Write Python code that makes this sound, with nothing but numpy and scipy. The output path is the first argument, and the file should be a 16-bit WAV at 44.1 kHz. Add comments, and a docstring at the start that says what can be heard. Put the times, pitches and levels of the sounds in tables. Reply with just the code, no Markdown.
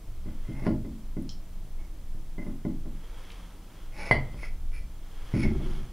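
"""First comes a low room rumble, then a loose steel gear is rocked and slid along its shaft.
The shaft thumps a cloth-covered workbench, and the gear's hole scrapes and squeaks on the steel.
Hands and rag rustle, grit ticks and a small part clinks. About four seconds in, the gear hits the
shoulder (a step on the shaft) with one bright clank. Last, it is all dragged and set down."""
import sys
import numpy as np
from scipy import signal
from scipy.fft import rfft, irfft
from scipy.io import wavfile

SR = 44100
rng = np.random.default_rng(int(sys.argv[2]) if len(sys.argv) > 2 else 0)


def to_wav(sig):
    """Store sig (one row per channel, or 1-D mono) as 16-bit WAV at the path in sys.argv[1].

    Samples outside -1..1 are clipped; the rate is SR.
    """
    pcm = np.clip(np.atleast_2d(sig), -1, 1) * 32767
    pcm = np.round(pcm).astype(np.int16)
    wavfile.write(sys.argv[1], SR, pcm.T)  # frames by channels


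N = 261072


def gain_of(db):
    """Turns decibels into a number to multiply a sound by."""
    return 10 ** (np.asarray(db) / 20)

def evened(x):
    """Scales a sound to an average (rms) level of 1."""
    return x / np.sqrt(np.mean(x ** 2) + 1e-20)

def value_at(rows, hz):
    """Looks up a pitch in rows of (pitch_hz, value), blending between rows."""
    pitches, values = np.transpose(rows)
    return np.interp(np.log(hz + 1), np.log(pitches + 1), values)

def add(mix, start_s, sound):
    """Mixes a sound in at its start time."""
    part = mix[round(start_s * SR):][:len(sound)]
    part += sound[:len(part)]

def coloured(x, colour):
    """Turns each pitch up or down by rows of (pitch_hz, level_db); comes out at level 1."""
    gains = gain_of(value_at(colour, np.fft.rfftfreq(N, 1 / SR)))
    return evened(irfft(rfft(x) * gains, N))

def resonated(x, peaks):
    """Keeps the pitches at which an object likes to ring; comes out at level 1."""
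    f = np.fft.rfftfreq(N, 1 / SR)
    response = sum(gain_of(db) / (1 + 1j * (f - hz) / width) ** 2 for hz, width, db in peaks)
    return evened(irfft(rfft(x) * response, N))

def singing(x, pitch_hz, width_hz):
    """Makes noise ring at one gliding pitch; comes out at level 1."""
    turn = np.exp(2j * np.pi * np.cumsum(pitch_hz) / SR)
    decay = np.exp(-np.pi * width_hz / SR)
    return evened((turn * signal.lfilter([1], [1, -2 * decay, decay * decay], x / turn)).real)

def softened(x, cut_hz):
    """Takes the treble off."""
    return signal.sosfilt(signal.butter(2, cut_hz, fs=SR, output="sos"), x)

def friction(per_s, spread_db, hiss):
    """Rubbing is many tiny slips of uneven size over a smooth hiss."""
    slips = (rng.random(N) < per_s / SR) * rng.standard_normal(N)
    sizes = gain_of(spread_db * np.minimum(rng.exponential(1, N), 3))
    return evened(evened(slips * sizes) + hiss * rng.standard_normal(N))

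def ring(tones, t):
    """The dying tones of a struck object. Here and below, fade_s is the time to drop 60 dB."""
    return sum(gain_of(db - 60 * t / fade_s) * np.sin(2 * np.pi * hz * t) for hz, db, fade_s in tones)

def bursts(hits, fade_s):
    """A short puff of noise for each (start_s, level_db)."""
    out, t = np.zeros(N), np.arange(4096) / SR
    for start_s, db in hits:
        add(out, start_s, rng.standard_normal(len(t)) * gain_of(db - 60 * t / fade_s))
    return out

# the room's steady noise: pitch_hz, level_db
ROOM_NOISE = [(16, -60), (28, -16.5), (39, -1.5), (49, -37), (87, -21.5), (123, -28.5), (148, -32.5),
              (178, -24), (209, -33.5), (310, -31.5), (404, -39.5), (668, -41.5), (1290, -48),
              (1400, -50.5), (15500, -58)]
# the deep tones of the rumble: pitch_hz, width_hz, level_db
RUMBLE_TONES = [(19.49, 3.14, 7.5), (59.9, 9, -12.5), (126.3, 4.1, -20.5)]
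# how the rumble rises and falls: time_s, level_db
RUMBLE_LEVELS = [(0.0, -45), (0.1, -29.5), (2.85, -35), (3.68, -47.5), (3.89, -34.5), (4.6, -27.5),
                 (5.04, -34.5), (5.79, -28), (5.92, -34)]
# the hiss that differs between left and right: pitch_hz, level_db
SIDE_HISS = [(18, -46), (30, -16), (148, -8), (270, 0), (575, -1), (2240, -8), (7460, -4), (15500, -9)]

def background():
    """A low rumble wavers over the room's steady, faint hiss."""
    steady = gain_of(-45.4) * coloured(rng.standard_normal(N), ROOM_NOISE)
    side = gain_of(-68) * coloured(rng.standard_normal(N), SIDE_HISS)
    waver_db = np.interp(np.arange(N) / SR, *np.transpose(RUMBLE_LEVELS))
    rumble = gain_of(waver_db - 1) * resonated(rng.standard_normal(N), RUMBLE_TONES)
    return np.array([steady + rumble + side, steady + rumble - side])

# the tone colour of skin rubbing on rag: pitch_hz, level_db
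CLOTH_COLOUR = [(180, -64), (300, -7), (401, -5.5), (427, -4.5), (456, 2), (599, -5), (692, -5.5),
                (1020, -3.5), (1700, -7), (3240, -12), (3750, -15.5), (5970, -16.5), (8100, -26.5),
                (9670, -19.5), (14000, -35)]
# what that rubbing sets ringing: pitch_hz, width_hz, level_db
RASP_TONES = [(990, 390, 1), (1291, 40, 8), (2196, 48, 7), (3240, 250, 6.5)]
# moves of the hands: fastest_s, rise_s, fall_s, level_db
HAND_MOVES = [(0.48, .3, 0.22, -67), (3.27, .27, 0.28, -58.5), (3.76, 0.11, 0.18, -63),
              (4.35, 0.24, 0.18, -65), (5.38, 0.29, 0.28, -56.5), (5.68, 0.11, 0.22, -55.5)]

def rustling(resting_db=-72.5):
    """Skin and rag rustle with each move of the hands, which never lie quite still."""
    cloth = gain_of(3) * coloured(friction(per_s=2500, spread_db=-4, hiss=1), CLOTH_COLOUR)
    rasp = gain_of(-2) * resonated(friction(per_s=1100, spread_db=-2.5, hiss=.296), RASP_TONES)
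    power = gain_of(resting_db) ** 2
    for fastest_s, rise_s, fall_s, db in HAND_MOVES:
        t = np.arange(N) / SR - fastest_s
        swell = np.exp(-(t / np.where(t < 0, rise_s, fall_s)) ** 2)
        power += (gain_of(db) * swell) ** 2
    return np.sqrt(power) * (cloth + rasp)

# the gear's scrape, its high squeak and the bench's shake: pitch_hz, width_hz, level_db
SCRAPE_TONES = [(1430, 150, -4), (1670, 70, -6), (2012, 30, 3), (2330, 260, -1), (3250, 300, -15),
                (4650, 400, -14), (5150, 400, -10), (6200, 300, -18)]
SQUEAK_TONES = [(9800, 85, 0), (10300, 300, -25), (10400, 410, -11.5)]
SHAKE_TONES = [(199, 30.6, -1.5), (338.6, 20, 2.5), (640, 100, 0), (860, 73, -3), (1022, 430, -7)]
# slides of the gear: start_s, push_s, hold_s, swell_db, scrape_db, squeak_db, shake_db,
# pitch_hz (of its hole at full pressure), sing_db (how clearly that pitch stands out of the scrape)
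SLIDES = [(0.24, 0.033, .015, 3.5, -73, -84, -58, 2140, 7), (0.44, .15, .05, 9, -62, -70, -52, 2120, 7.5),
          (0.635, .025, .008, 8, -53, -64, -38, 2220, -2),
          (1.77, 0.022, 0.062, 8, -72.5, -83, -61.5, 2190, 8),
          (2.41, 0.064, .01, 9, -67.5, -68, -50.5, 2130, 0),
          (3.913, 0.085, .095, 21, -44.5, -56.5, -40, 2264, -2),
          (4.357, 0.083, 0.014, 14, -49, -60.5, -76, 2240, -3.5),
          (4.709, 0.034, 0.043, 16, -55, -61.5, -78, 2370, -6),
          (5.333, .07, .025, 7, -45, -57, -48, 2266, -8), (5.426, .006, .006, 6, -47, -74, -45, 2230, 11)]

def sliding(grip_s=.011, release_db_per_s=382, rise_hz_per_db=6.5):
    """Tiny slips make the gear sing and the bench shake; pressing harder raises level and pitch."""
    slips = friction(per_s=1400, spread_db=1.5, hiss=.75)
    scrape, squeak, shake = (resonated(slips, p) for p in (SCRAPE_TONES, SQUEAK_TONES, SHAKE_TONES))
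    out = np.zeros(N)
    for start_s, push_s, hold_s, swell_db, scrape_db, squeak_db, shake_db, pitch_hz, sing_db in SLIDES:
        span = slice(round(start_s * SR), round(start_s * SR) + SR // 2)
        t = np.arange(len(out[span])) / SR
        # the hand's pressure builds, holds and lets go
        press_db = -swell_db * np.maximum(1 - t / push_s, 0)
        press_db -= release_db_per_s * np.maximum(t - push_s - hold_s, 0)
        note = singing(slips[span], pitch_hz + rise_hz_per_db * np.maximum(press_db, -30), width_hz=120)
        steel = gain_of(scrape_db) * (gain_of(sing_db - 2) * note + gain_of(-1) * scrape[span])
        steel += gain_of(squeak_db - 3) * squeak[span]
        bench = gain_of(shake_db - 3 + 1.14 * press_db) * shake[span]
        add(out, start_s, np.minimum(t / grip_s, 1) * (gain_of(press_db) * steel + bench))
    return out

# knocks of the shaft: start_s, thud_db, boom_db, hardness_db (steel ring compared with thud),
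# ring_factor (a loose grip lets the steel ring longer), bounce_db
KNOCKS = [(0.259, -35, -35.5, -23, 1, -12), (0.285, -43, -38, -8, .4, -15),
          (0.488, -31.5, -28, -31, .65, -7), (0.621, -30.5, -33.5, -26, 1, -15),
          (0.6658, -17.5, -23, -8, .15, -3), (0.848, -30, -54, -25, .9, -4),
          (1.167, -25.5, -31, -26, .8, -12), (2.146, -46, -38, -32, .9, -12),
          (2.3811, -30.5, -41, -14.5, 2, -14), (2.419, -38, -58, -9, 1.1, -14),
          (2.465, -31, -36, -22, .8, -3), (2.6501, -22, -29, -21, .46, -9),
          (2.856, -36, -37.5, -16, .15, -7), (4.1109, -25.5, -18.5, 15.5, 0.92, -18),
          (4.343, -46.5, -46, 2, .15, -12), (4.431, -51.5, -55, 15.5, 1.06, -15),
          (5.338, -25.5, -17.5, -14, .8, -15), (5.361, -19.5, -63, -38, .9, -16),
          (5.447, -26, -33, -13, .4, -9), (5.6, -31, -36, -16, .15, -12)]
# the tones of the struck bench: pitch_hz, level_db, fade_s
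BENCH_TONES = [(53.5, -11.5, 0.89), (89.2, -14.5, 0.69), (132.3, 7.5, 0.098), (175.8, -4.5, 0.26),
               (191, 1, 0.17), (224.7, -1.5, 0.25), (270.3, 3, 0.11), (330.1, -4, 0.24), (353, -11, 0.14),
               (464.7, -4.5, 0.059), (540, -12.5, 0.17), (597.6, -4, 0.17), (741, 4.5, 0.026),
               (852, -12.5, 0.16), (1043, -12, 0.09), (1127, -17, 0.077), (1439, -13, 0.067)]
# echoes from nearby walls: delay_s, level_db
WALL_ECHOES = [(0.0189, -12.5), (0.0372, -16)]

def thumps(bounce_s=.0215, detune=.012):
    """The shaft hits the bench through the rag and rocks back once; the walls echo the thump."""
    out, t = np.zeros(N), np.arange(SR // 2) / SR
    # the weight of the hands shifts the bench's pitches a little from knock to knock
    tunings = 1 + detune * rng.standard_normal((len(KNOCKS), len(BENCH_TONES)))
    for (start_s, thud_db, boom_db, hardness_db, _, bounce_db), tuning in zip(KNOCKS, tunings):
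        cushion_s = .0018 + .00002 * max(-hardness_db, 0)  # the rag cushions soft blows longer
        onset = 1 - np.exp(-(t / cushion_s) ** 2)
        clack_db = thud_db + .52 * hardness_db  # hard knocks reach the higher tones
        blow = [(140, boom_db - 2), (200, thud_db - 2), (370, thud_db - 4), (640, clack_db - 3)]
        tones = [(hz * shift, db + value_at(blow, hz), fade_s)
                 for (hz, db, fade_s), shift in zip(BENCH_TONES, tuning)]
        thump = onset * ring(tones, t)
        add(out, start_s, thump)
        add(out, start_s + bounce_s, gain_of(bounce_db) * softened(thump, cut_hz=350))
    muffled = softened(out, cut_hz=770)
    for delay_s, db in WALL_ECHOES:
        add(out, delay_s, gain_of(db) * muffled)
    return out

# the tones of gear and shaft held in a hand: pitch_hz, level_db, fade_s (before ring_factor)
STEEL_TONES = [(1636, -17, 0.083), (1940, -12, 0.12), (1998, -14.5, 0.13), (2035, -16, 0.25),
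               (2056, 3, 0.05), (2139, -10, 0.089), (2340, -27, 0.13), (2950, -37, 0.071),
               (3040, -38.5, 0.076), (7700, -56, 0.69), (9780, -33.5, 0.19)]

def clanks(crack_hz=680, rise_s=.0026):
    """Steel meets steel at each knock: a short crack, then the gear rings."""
    out, t = np.zeros(N), np.arange(SR // 2) / SR
    phase = np.pi * (crack_hz * t - .75)
    crack = (1 - 2 * phase ** 2) * np.exp(-phase ** 2)  # one push with a dip on each side
    crack *= np.minimum(t * SR / 16, 1)
    onset = 1 - np.exp(-t / rise_s)
    for start_s, thud_db, _, hardness_db, ring_factor, _ in KNOCKS:
        metal = onset * ring([(hz, db, fade_s * ring_factor) for hz, db, fade_s in STEEL_TONES], t)
        add(out, start_s, gain_of(thud_db + hardness_db) * (gain_of(1) * metal + gain_of(4) * crack))
    return out

# the bright splash of steel on steel: pitch_hz, width_hz, level_db
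CHATTER_TONES = [(3030, 430, -1), (4530, 480, 0)]

def chatter():
    """Steel faces rattle for an instant at each knock, loudest where the knock is hardest."""
    hits = [(start_s, thud_db + hardness_db) for start_s, thud_db, _, hardness_db, *_ in KNOCKS]
    return gain_of(-65) * resonated(bursts(hits, fade_s=.069), CHATTER_TONES)

# tiny ticks of grit and metal: start_s, level_db, pitch_hz, width_octaves
GRIT_TICKS = [(1.2235, -52, 9750, .25), (3.303, -40.5, 2600, 0.52), (3.316, -51.5, 9000, .4),
              (3.319, -46, 3300, 0.82)]

def ticks():
    """Each hard, light touch gives an instant of bright noise around one pitch."""
    out, f = np.zeros(N), np.fft.rfftfreq(N, 1 / SR) + 1
    for start_s, db, pitch_hz, width_octaves in GRIT_TICKS:
        band = evened(np.exp(-(np.log2(f / pitch_hz) / width_octaves) ** 2))
        out += irfft(rfft(bursts([(start_s, db)], fade_s=.017)) * band, N)
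    return out

# the hits of a small loose part: start_s, level_db
CLINK_HITS = [(1.292, 0), (1.2985, -9)]
# the tones it rings with: pitch_hz, width_hz, level_db
CLINK_TONES = [(3250, 170, -4), (4640, 400, -4), (5250, 330, 5), (6100, 180, -13)]

def clinks():
    """A small loose part strikes, bounces once and rings briefly."""
    return gain_of(-71) * resonated(bursts(CLINK_HITS, fade_s=.016), CLINK_TONES)

# what dragging sets ringing in the bench: pitch_hz, width_hz, level_db
DRAG_TONES = [(48, 18, 2.5), (74.4, 4.2, 5), (144.7, 8.9, 1), (206, 35, -7.5), (363.5, 22.6, -9.5),
              (535, 350, -33.5)]

def dragging(start_s=5.43, rise_s=.024, fade_db_per_s=54.5):
    """The heavy gear and shaft rumble as they are pushed over the bench, fading as they slow."""
    t = np.maximum(np.arange(N) / SR - start_s, 0)
    level = np.minimum(t / rise_s, 1) * gain_of(-21 - fade_db_per_s * t)
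    return level * resonated(friction(per_s=170, spread_db=3.5, hiss=.76), DRAG_TONES)

# how long sound lingers in the room: pitch_hz, fade_s
ROOM_FADES = [(100, 1), (300, 0.52), (1000, 0.31), (2200, 0.33), (5000, 0.24), (10000, 0.18)]

def workshop(x, echo_db, first_s=.0068, echoes_per_s=2500):
    """Adds many small echoes from bench, tools and walls; low pitches linger longest."""
    echoes = rng.choice([-1., 1.], SR) * (rng.random(SR) < echoes_per_s / SR)
    echoes *= np.arange(SR) / SR > first_s
    hz, t, bands = signal.stft(echoes, SR, nperseg=256)
    fade = gain_of(-60 * t / value_at(ROOM_FADES, hz)[:, None])
    _, tail = signal.istft(bands * fade, SR, nperseg=256)
    return x + gain_of(echo_db) * signal.fftconvolve(x, tail / np.linalg.norm(tail))[:N]

def scene():
    """Mixes the sounds, with everything on the bench midway between left and right."""
    bench = workshop(thumps(), echo_db=-10)
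    clicks = workshop(clinks() + chatter(), echo_db=-2) + workshop(ticks(), echo_db=-6)
    gear = workshop(clanks(), echo_db=-9) + workshop(sliding(), echo_db=-7.5)
    return background() + bench + clicks + gear + rustling() + dragging()

def record(dry):
    """Cuts off the very highest treble."""
    cut_hz = 15750
    low_pass = signal.firwin(511, cut_hz, window=("kaiser", 9), fs=SR)
    return signal.oaconvolve(dry, low_pass[None], "same")

dry = scene()
out = record(dry)
to_wav(out)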